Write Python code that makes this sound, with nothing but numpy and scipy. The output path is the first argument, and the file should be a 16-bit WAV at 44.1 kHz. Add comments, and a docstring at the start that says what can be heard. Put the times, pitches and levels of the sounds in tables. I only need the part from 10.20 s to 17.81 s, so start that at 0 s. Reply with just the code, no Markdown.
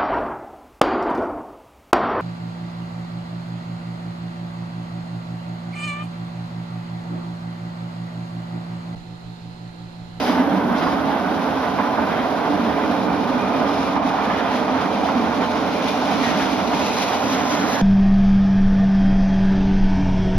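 """A subway train runs out of its tunnel along a tiled platform, heard by two closely spaced microphones.
From the start the track rumbles and roars, flanges grind, narrow tones swell and fade, sliding steel
hisses and surges at each slip, and the tunnel booms and throbs. The rails ping; from 0.6 s wheels knock
over joints and roar over rough patches. From 1.5 s they ring in the curve. After 5 s the hiss grows as
the nearest wheels sweep from left to right, and the cab passes at about 7 s."""
import sys
import numpy as np
from scipy import signal
from scipy.fft import rfft, irfft, next_fast_len
from scipy.io import wavfile
from scipy.ndimage import uniform_filter1d, map_coordinates

SR = 44100
rng = np.random.default_rng(int(sys.argv[2]) if len(sys.argv) > 2 else 0)


def dump(signal):
    """Clip the signal to [-1, 1] and save it as 16-bit WAV at the path in sys.argv[1]."""
    limited = np.clip(np.atleast_2d(signal).T, -1, 1)
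    pcm = np.round(limited * 32767).astype(np.int16)
    wavfile.write(sys.argv[1], SR, pcm)


N = 335821
TIME = np.arange(N) / SR
FFT_SIZE = next_fast_len(N)
HZ = np.maximum(np.arange(FFT_SIZE // 2 + 1) * SR / FFT_SIZE, 1)


def from_db(db):
    """Decibels to gain."""
    return 10 ** (np.asarray(db) / 20)


def in_time(rows):
    """Each column of a time curve at every sample."""
    t_s, *columns = np.transpose(rows)
    return [np.interp(TIME, t_s, column) for column in columns]


def over_hz(points):
    """Table interpolated over log frequency."""
    hz, value = np.transpose(points)
    return np.interp(np.log(HZ), np.log(hz), value)


def resonances(modes):
    """Gain over frequency of independently driven, steep-sided resonances."""
    gains = (from_db(db) / (1 + 2 * ((HZ - hz) / width_hz) ** 2) for hz, width_hz, db in modes)
    return np.sqrt(sum(gain ** 2 for gain in gains))


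def mono_noise(colour):
    """Coloured noise, rms 1."""
    noise = irfft(rfft(rng.standard_normal(FFT_SIZE)) * colour, FFT_SIZE)[:N]
    return noise / np.sqrt(np.mean(noise ** 2) + 1e-20)


def drift(rate_hz):
    """Random wander, rms 1, mostly below rate_hz."""
    return mono_noise(1 / (1 + (HZ / rate_hz) ** 2))


def steady(pair, span_s):
    """Even out swells slower than span_s."""
    power = uniform_filter1d(pair.mean(axis=0) ** 2, int(span_s * SR))
    return pair / np.sqrt(power + 1e-9)


def swell(start_s, hold_s, attack_s, release_s):
    """Gain: linear rise, hold, exponential decay."""
    age_s = TIME - start_s
    fall = np.clip((age_s - attack_s - hold_s) / release_s, 0, 20)
    return np.clip(age_s / attack_s, 0, 1) * np.exp(-fall)


def with_bursts(base_db, bursts, attack_s, release_s):
    """Gain of a base level plus bursts (t/s, hold/s, level/dB), summed in power."""
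    power = sum((from_db(db) * swell(t_s, hold_s, attack_s, release_s)) ** 2
                for t_s, hold_s, db in bursts)
    return np.sqrt(from_db(base_db) ** 2 + power)


def pan(left_minus_right_db):
    """Left and right gains."""
    return from_db(left_minus_right_db * np.array([[.5], [-.5]]))


# Likeness of the microphones: f/Hz, coherence (-1 opposed, 1 alike)
MIC_COHERENCE = [(30, .25), (70, .78), (150, .78), (250, .89), (480, .8), (1100, .76), (1700, .75),
                 (2600, .6), (4000, .36), (5000, .25), (6200, -.25), (7800, -.5), (9000, -.25),
                 (10000, -.38), (11200, .05), (13500, .2)]
# Balance: f/Hz, left minus right/dB
MIC_BALANCE = [(35, -1), (75, -3), (125, -2), (200, -4), (260, -3), (310, -6), (360, -2.5), (430, -4),
               (1000, -5), (1880, -2), (2700, 0), (3500, 4), (5040, 2.5), (7000, 0.5), (10000, -1.5),
               (13500, 0.5)]
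# Lead of the left microphone: f/Hz, phase/rad
MIC_PHASE = [(60, -.6), (110, -.25), (300, -.1), (600, .1), (1000, .35), (2000, .75), (2800, .95),
             (4000, .3), (5000, .6), (6200, -.5), (9000, -.3), (10500, -.3), (11500, 1.0), (13500, .8)]
def air_noise(colour, coherence=None):
    """Coloured noise from the tunnel mouth at both microphones; their mean has rms 1."""
    alike = over_hz(MIC_COHERENCE) if coherence is None else coherence
    mid, side = rng.standard_normal((2, len(HZ))) + 1j * rng.standard_normal((2, len(HZ)))
    mid, side = np.sqrt(1 + alike) * mid, np.sqrt(1 - alike) * side
    left = (mid + side) * np.exp(1j * over_hz(MIC_PHASE))
    spectra = np.array([left, mid - side]) * pan(over_hz(MIC_BALANCE))
    pair = irfft(colour * spectra, FFT_SIZE)[:, :N]
    return pair / np.std(pair.mean(axis=0))


# Track bed spectrum: f/Hz, level/dB
BED_SPECTRUM = [(15, -47), (30, -38), (40, -35), (52, -3.5), (75, 6), (120, 4), (160, -0.5), (260, 2),
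                (400, -50)]
def bed_rumble(level_db=-39.5, sway_db=1.0):
    """The track bed rumbles under a train rolling at even speed."""
    rumble = steady(air_noise(from_db(over_hz(BED_SPECTRUM))), span_s=0.25)
    return rumble * from_db(level_db + sway_db * drift(rate_hz=10))


# Roar spectrum: f/Hz, level/dB
ROAR_SPECTRUM = [(200, -39), (340, -10.5), (420, -5), (520, -4.5), (660, 0), (850, -0.5), (1050, -1),
                 (1300, -9.5), (1700, -20), (2500, -21.5), (5000, -67)]
# Track and wheel modes: f/Hz, width/Hz, level/dB re roar
TRACK_RESONANCES = [(396, 16, 0.5), (438.5, 45, 3), (543, 21, 1), (619.3, 19, -5), (750, 95, -2.5),
                    (873, 53, -2), (996, 46.3, -6.5), (1215, 26, 2.5), (1504, 256, 7.5)]
# Sleeper roar: t/s, level/dB
SLEEPER_LEVEL = [(0, -25.5), (1.2, -27.5), (1.8, -26), (2.1, -25.5), (2.65, -25), (2.8, -25.5),
                 (3.25, -26.5), (3.4, -24), (3.95, -29), (4.06, -26), (5.85, -26), (6.12, -26.5),
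                 (6.5, -26), (7.6, -26.5)]
def track_roar(bumps, rails_db=-27, rough_db=1.0, crossover_hz=719):
    """Rough treads shake the sleepers low and the rails higher."""
    sleepers_db, = in_time(SLEEPER_LEVEL)
    colour = from_db(over_hz(ROAR_SPECTRUM)) * np.sqrt(1 + resonances(TRACK_RESONANCES) ** 2)
    low_share = 1 / (1 + (HZ / crossover_hz) ** 10)
    sleepers = steady(air_noise(colour * np.sqrt(low_share)), span_s=0.13)
    rails = steady(air_noise(colour * np.sqrt(1 - low_share)), span_s=0.092)
    return sleepers * from_db(sleepers_db) + rails * from_db(rails_db + rough_db * bumps)


# Grind spectrum: f/Hz, level/dB
GRIND_SPECTRUM = [(700, -45), (1200, 5), (1550, 7), (2000, 5), (2500, -4), (3300, -1.5), (6000, -34.5)]
# Flange bites: t/s, hold/s, level/dB
FLANGE_BITES = [(0.0, 0.14, -34.5), (0.537, 0.11, -37.5), (0.86, 0.046, -33.5), (1.902, 0.072, -33),
                (2.314, 0.22, -38.5), (4.068, .07, -32.5), (4.17, 0.17, -36), (4.47, .12, -38),
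                (6.008, 0.07, -32.5), (6.16, .05, -33.5), (7.092, 0.04, -32), (7.304, 0.11, -34),
                (7.52, .09, -39)]
def flange_grind(bumps, base_db=-38.5, rough_db=1.7):
    """Flanges grind unevenly in the curve; now and then one bites the rail."""
    gain = with_bursts(base_db, FLANGE_BITES, attack_s=0.025, release_s=0.074)
    return air_noise(from_db(over_hz(GRIND_SPECTRUM))) * gain * from_db(rough_db * bumps)


# Narrow tones: t/s, half length/s, f/Hz, width/Hz, level/dB
RINGING_TONES = [(.06, .12, 5000, 380, -43.5), (.06, .11, 5950, 200, -51), (.66, .1, 4900, 400, -47),
                 (.68, .035, 1120, 110, -31), (1.1, 1.1, 1510, 100, -41), (3.55, .15, 5130, 100, -53),
                 (3.7, 1.1, 1220, 40, -38), (3.82, .1, 1000, 110, -32.5), (4.12, .08, 1722, 80, -35.5),
                 (6.06, .045, 1920, 200, -37), (6.72, .17, 2560, 220, -43), (6.76, .17, 4020, 220, -42),
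                 (7.54, .13, 4000, 170, -44), (7.53, .14, 5250, 170, -48), (7.56, .18, 1700, 150, -36.5)]
def ringing_tones():
    """Narrow tones swell and fade: short squeals and two long, lower resonances."""
    tones = np.zeros((2, N))
    for t_s, half_s, hz, width_hz, db in RINGING_TONES:
        gain = from_db(db) * np.exp(-((TIME - t_s) / half_s) ** 2)
        tones += gain * air_noise(resonances([(hz, width_hz, 0)]), coherence=0.48)
    return tones


# Direct hiss before surges: t/s, level/dB
CLOSE_LEVEL = [(0, -68), (5.2, -53), (5.7, -50), (6.05, -42), (6.4, -45), (6.6, -41), (6.9, -44),
               (7.05, -38), (7.35, -36.5), (7.61, -38)]
# Its spectrum: f/Hz, level/dB
CLOSE_SPECTRUM = [(2200, -22), (3300, -5), (4100, -6), (5300, 1), (6200, 5), (7200, -2), (9000, -13),
                  (13500, -22)]
# Its direction: t/s, angle to the right/deg
CLOSE_BEARING = [(0, -48), (4, -40), (5.4, 0), (6.0, 35), (6.7, 58), (7.6, 72)]
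def close_wheels(mic_crossing_s=7.2e-5):
    """Direct hiss of the nearest wheels, swept left to right by the delay between microphones."""
    close_db, = in_time(CLOSE_LEVEL)
    bearing_deg, = in_time(CLOSE_BEARING)
    lag_s = mic_crossing_s * np.sin(np.radians(bearing_deg))
    right = mono_noise(from_db(over_hz(CLOSE_SPECTRUM)))
    left = map_coordinates(right, [(TIME - lag_s) * SR], order=3, mode="nearest")
    return from_db(close_db) * np.array([left, right])


SLIP_ATTACK_S, SLIP_RELEASE_S = 0.016, 0.03
# Reflected hiss before surges: t/s, level/dB
HISS_LEVEL = [(0.0, -35.5), (0.3, -42), (3.3, -39), (5.11, -38), (6.06, -33.5), (6.4, -35), (6.56, -34.5),
              (6.78, -37), (7.04, -34.5), (7.61, -36.5)]
# Its spectrum: f/Hz, level/dB
HISS_SPECTRUM = [(1200, -15.5), (2100, 3.5), (2800, 1), (3300, 1), (4000, 0), (4500, -3.5), (5300, -3.5),
                 (6100, -8), (7000, -11.5), (8800, -15), (10000, -15), (11200, -21.5), (12400, -18.5),
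                 (13600, -43)]
# Wheel slips: t/s, hold/s, level/dB
WHEEL_SLIPS = [(0.0, 0.13, -42), (0.545, 0.034, -39.5), (0.62, 0.095, -42.5), (3.47, 0.2, -42.5),
               (3.845, 0.041, -42.5), (4.29, 0.089, -41.5), (5.663, 0.094, -37), (6.008, 0.032, -36),
               (6.161, 0.07, -36), (6.58, 0.14, -37.5), (6.72, .11, -34.5), (6.872, 0.057, -36.5),
               (7.083, 0.042, -37.5), (7.292, 0.044, -38), (7.472, 0.058, -38)]
def sliding_hiss(flutter_db=1.1, grit_db=0.72, edge_hz=7000, lull_s=3.805, lull_half_s=0.03, lull_db=-6):
    """Steel slides on steel, heard off the walls and direct; slips make it louder and sharper."""
    base_db, = in_time(HISS_LEVEL)
    surge_db = 20 * np.log10(with_bursts(base_db, WHEEL_SLIPS, SLIP_ATTACK_S, SLIP_RELEASE_S)) - base_db
    surge_db += lull_db * np.exp(-((TIME - lull_s) / lull_half_s) ** 2)
    hiss = from_db(base_db) * air_noise(from_db(over_hz(HISS_SPECTRUM))) + close_wheels()
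    edge = signal.lfilter(*signal.butter(1, edge_hz, "high", fs=SR), hiss)
    hiss += edge * (from_db(surge_db) - 1)  # harder sliding brings out the top
    return hiss * from_db(surge_db + flutter_db * drift(rate_hz=15) + grit_db * drift(rate_hz=130))


# High hiss: t/s, level/dB
HIGH_LEVEL = [(0, -49), (0.3, -54.5), (2.5, -56.5), (3.6, -63), (3.9, -75), (5.3, -62), (6.5, -54),
              (7.6, -51)]
# Its spectrum: f/Hz, level/dB
HIGH_SPECTRUM = [(5000, -29), (8500, 2), (10000, -2), (11300, -0.5), (13600, -2)]
# Its whine: f/Hz, width/Hz, level/dB re hiss
HIGH_WHINE = [(12375, 120, 3)]
# Its spits: t/s, hold/s, level/dB
HIGH_SPITS = [(.02, .06, -48), (6.884, .03, -52), (7.11, .03, -55), (7.476, 0.062, -46)]
def high_hiss():
    """A faint high hiss with a thin whine; it spits as the cars rush by."""
    base_db, = in_time(HIGH_LEVEL)
    colour = from_db(over_hz(HIGH_SPECTRUM)) * np.sqrt(1 + resonances(HIGH_WHINE) ** 2)
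    return with_bursts(base_db, HIGH_SPITS, SLIP_ATTACK_S, SLIP_RELEASE_S) * air_noise(colour)


THROB_ATTACK_S, THROB_RELEASE_S = 0.013, 0.012
# Air column boom: t/s, level/dB before trim
BOOM_LEVEL = [(0.0, -26), (0.38, -25), (0.63, -25), (1.74, -26.5), (2.2, -28.5), (2.86, -24), (3.25, -27),
              (3.7, -28), (4.4, -28), (4.65, -27), (4.95, -25.5), (5.35, -27), (5.93, -25.5), (6.65, -27),
              (6.95, -31.5), (7.1, -27), (7.61, -27)]
# Tunnel modes: f/Hz, width/Hz, relative level/dB
TUNNEL_RESONANCES = [(195.7, 35, -3.5), (238, 20, -1.5), (273, 48, 0), (311.6, 25, -6.5)]
# Throbs of the low boom: t/s, hold/s, hum f/Hz, hum level/dB
BOOM_THROBS = [(0.067, 0.024, 248.3, -20.5), (0.136, 0.072, 247.8, -22), (0.188, 0.12, 274.7, -26),
               (0.31, 0.068, 192, -25), (0.444, 0.097, 233, -26.5), (1.766, 0.047, 243, -26),
               (1.95, 0.046, 250, -27), (2.288, 0.045, 290, -25), (2.38, 0.08, 234, -27.5),
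               (2.67, 0.061, 241.4, -25.5), (2.83, 0.18, 289.3, -31), (3.097, 0.046, 249, -25),
               (3.23, 0.31, 277.7, -31.5), (3.345, 0.056, 251.5, -27), (3.584, 0.2, 276.2, -28),
               (3.834, 0.044, 262.4, -21.5), (4.096, 0.037, 190.5, -27.5), (4.311, 0.25, 256.4, -29),
               (4.96, 0.072, 235, -23), (5.168, .14, 256, -31), (5.968, 0.033, 262, -25.5),
               (6.144, 0.056, 197, -30), (6.302, 0.034, 251, -26), (7.03, 0.13, 272.2, -29),
               (7.388, 0.045, 283, -25)]
def tunnel_boom(trim_db=0.9, sway_db=1.0, throb_re_hum_db=-3.5):
    """The tunnel's air booms in a few low modes and throbs."""
    boom_db, = in_time(BOOM_LEVEL)
    base_db = boom_db + trim_db + sway_db * drift(rate_hz=13)
    throbs = [(t_s, hold_s, db + throb_re_hum_db) for t_s, hold_s, _, db in BOOM_THROBS]
    gain = with_bursts(base_db, throbs, THROB_ATTACK_S, THROB_RELEASE_S)
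    return gain * steady(air_noise(resonances(TUNNEL_RESONANCES)), span_s=0.088)


def tunnel_hum(waver_hz=4.5):
    """Each throb is a brief hum at one wavering pitch, louder on the right."""
    waver_turns = waver_hz * np.cumsum(drift(rate_hz=14.34)) / SR
    hum = np.zeros(N)
    for t_s, hold_s, hz, db in BOOM_THROBS:
        gain = from_db(db) * swell(t_s, hold_s, THROB_ATTACK_S, THROB_RELEASE_S)
        hum += gain * np.sin(2 * np.pi * (hz * TIME + waver_turns + rng.random()))
    return np.sqrt(2) * hum * pan(left_minus_right_db=-1.5)


def rail_pings(per_s=14, low_hz=600, high_hz=1100, rise_s=0.032,
               top_db=-32, range_db=5, fall_db_per_octave=3.5):
    """Tread bumps set off short rings at random, each near a track mode between low_hz and high_hz."""
    pings = np.zeros((2, N + SR))
    age_s = np.arange(SR // 2) / SR
    envelope = np.sqrt(2) * age_s / rise_s * np.exp(1 - age_s / rise_s)
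    modes = [(hz, width_hz) for hz, width_hz, _ in TRACK_RESONANCES if low_hz < hz < high_hz]
    for when, pick, detune, weakness, phase, spread in rng.random((int(per_s * N / SR), 6)):
        centre_hz, width_hz = modes[int(pick * len(modes))]
        hz = centre_hz + width_hz * (detune - .5)
        db = top_db - range_db * weakness - fall_db_per_octave * np.log2(hz / low_hz)
        mic_turns = phase + np.array([[0], [spread - .5]]) / 4
        tone = np.sin(2 * np.pi * (hz * age_s + mic_turns))
        start = int(when * N)
        pings[:, start:start + len(age_s)] += from_db(db) * envelope * tone
    return pings[:, :N] * pan(left_minus_right_db=2.5)


# Joint knocks: t/s, level/dB before trim, relative brightness/dB
RAIL_JOINTS = [(0.572, -24, 8), (0.668, -11.5, -6), (1.588, -10.5, -6), (1.607, -15, -10),
               (1.735, -15.5, -16), (1.778, -13, -16), (1.797, -20, -16), (1.822, -20, -16),
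               (2.05, -20, -14), (3.759, -12.5, -13), (3.987, -12, -11), (4.1, -14, -1),
               (4.482, -14.5, -14), (4.889, -15, -12), (5.819, -19, 6), (6.037, -17, 12), (6.527, -16, 5),
               (6.953, -25, -9), (7.13, -22, 2), (7.528, -25, -3)]
# Knock spectrum: f/Hz, level/dB
KNOCK_SPECTRUM = [(100, -29), (250, -9.5), (450, -23), (1000, 1.5), (1400, -8), (2500, -15), (5000, -22),
                  (12000, -57)]
def joint_knocks(rise_s=0.0021, knock_t60_s=0.11, station_t60_s=1.24, echo_db=-14,
                 trim_db=-7.5, treble_db=-18, crossover_hz=1500):
    """A wheel drops into a joint with a short knock that the station draws out."""
    dull_power, bright_power = np.zeros((2, N))
    for t_s, db, bright_db in RAIL_JOINTS:
        age_s = np.maximum(TIME - t_s + rise_s, 0)
        decay = from_db(-60 * age_s / knock_t60_s) + from_db(echo_db - 60 * age_s / station_t60_s)
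        gain = from_db(db + trim_db) * np.minimum(age_s / rise_s, 1) * decay
        dull_power += gain ** 2
        bright_power += (gain * from_db(bright_db + treble_db)) ** 2
    colour = from_db(over_hz(KNOCK_SPECTRUM))
    treble_share = HZ ** 2 / (HZ ** 2 + crossover_hz ** 2)
    dull = np.sqrt(dull_power) * air_noise(colour * (1 - treble_share))
    return dull + np.sqrt(bright_power) * air_noise(colour * treble_share)


# Rough patches: t/s, hold/s, f/Hz, level/dB
ROUGH_PATCHES = [(0.59, 0.074, 720, -32), (0.883, 0.06, 840, -25.5), (3.242, .1, 720, -33),
                 (3.39, .04, 696, -29), (3.78, 0.18, 780, -27.5), (4.52, 0.061, 870, -32),
                 (4.72, .17, 745, -28), (5.407, .05, 734, -31), (5.848, 0.048, 790, -27),
                 (6.245, .08, 710, -33), (6.52, 0.04, 860, -28), (6.877, .07, 820, -27.5)]
def rail_surges(width_hz=100):
    """A rough patch drives one rail resonance for a moment."""
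    surges = np.zeros((2, N))
    for t_s, hold_s, hz, db in ROUGH_PATCHES:
        roar = steady(air_noise(resonances([(hz, width_hz, 0)])), span_s=0.05)
        surges += from_db(db) * swell(t_s, hold_s, attack_s=0.016, release_s=0.02) * roar
    return surges


# Wheel ring in the curve: t/s, f/Hz, level/dB before trim
RING_CURVE = [(1.4, 2380, -62), (1.6, 2385, -47), (1.95, 2410, -46), (2.1, 2400, -55), (2.55, 2395, -45.5),
              (3.4, 2410, -44), (3.7, 2380, -43.5), (3.95, 2400, -50), (4.25, 2405, -42.5),
              (4.5, 2400, -47), (4.9, 2375, -43.5), (5.4, 2385, -47), (5.75, 2435, -43), (6.05, 2380, -44),
              (6.35, 2400, -45.5), (6.65, 2450, -43.5), (7.0, 2430, -44), (7.6, 2410, -52)]
def wheel_ring(width_hz=54, wander_hz=9, flicker_db=3.0, trim_db=-1.5):
    """Many wheels ring, flickering, around one wandering pitch."""
    ring_hz, ring_db = in_time(RING_CURVE)
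    centre_hz = ring_hz.max()
    band = steady(air_noise(resonances([(centre_hz, width_hz, 0)])), span_s=0.18)
    # read speed bends the pitch
    position = np.cumsum((ring_hz + wander_hz * drift(rate_hz=6.18)) / centre_hz)
    ring = np.array([map_coordinates(side, [position], order=3, mode="mirror") for side in band])
    return ring * from_db(ring_db + trim_db + flicker_db * drift(rate_hz=12))


def scene():
    """The whole train from the platform edge."""
    bumps = drift(rate_hz=15)  # roughness shared by rails and flanges
    rolling = bed_rumble() + track_roar(bumps) + flange_grind(bumps) + ringing_tones()
    hiss = sliding_hiss() + high_hiss()
    tunnel = tunnel_boom() + tunnel_hum()
    return rolling + hiss + tunnel + rail_pings() + joint_knocks() + rail_surges() + wheel_ring()


def record(dry):
    """A deep treble notch and a steep top cut."""
    notch_hz, notch_width_hz, cutoff_hz = 7900, 1800, 13450
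    b, a = signal.iirnotch(notch_hz, notch_hz / notch_width_hz, fs=SR)
    notched = signal.lfilter(b, a, signal.lfilter(b, a, dry))
    return signal.sosfilt(signal.ellip(12, .1, 90, cutoff_hz, fs=SR, output="sos"), notched)


dry = scene()
out = record(dry)
dump(out)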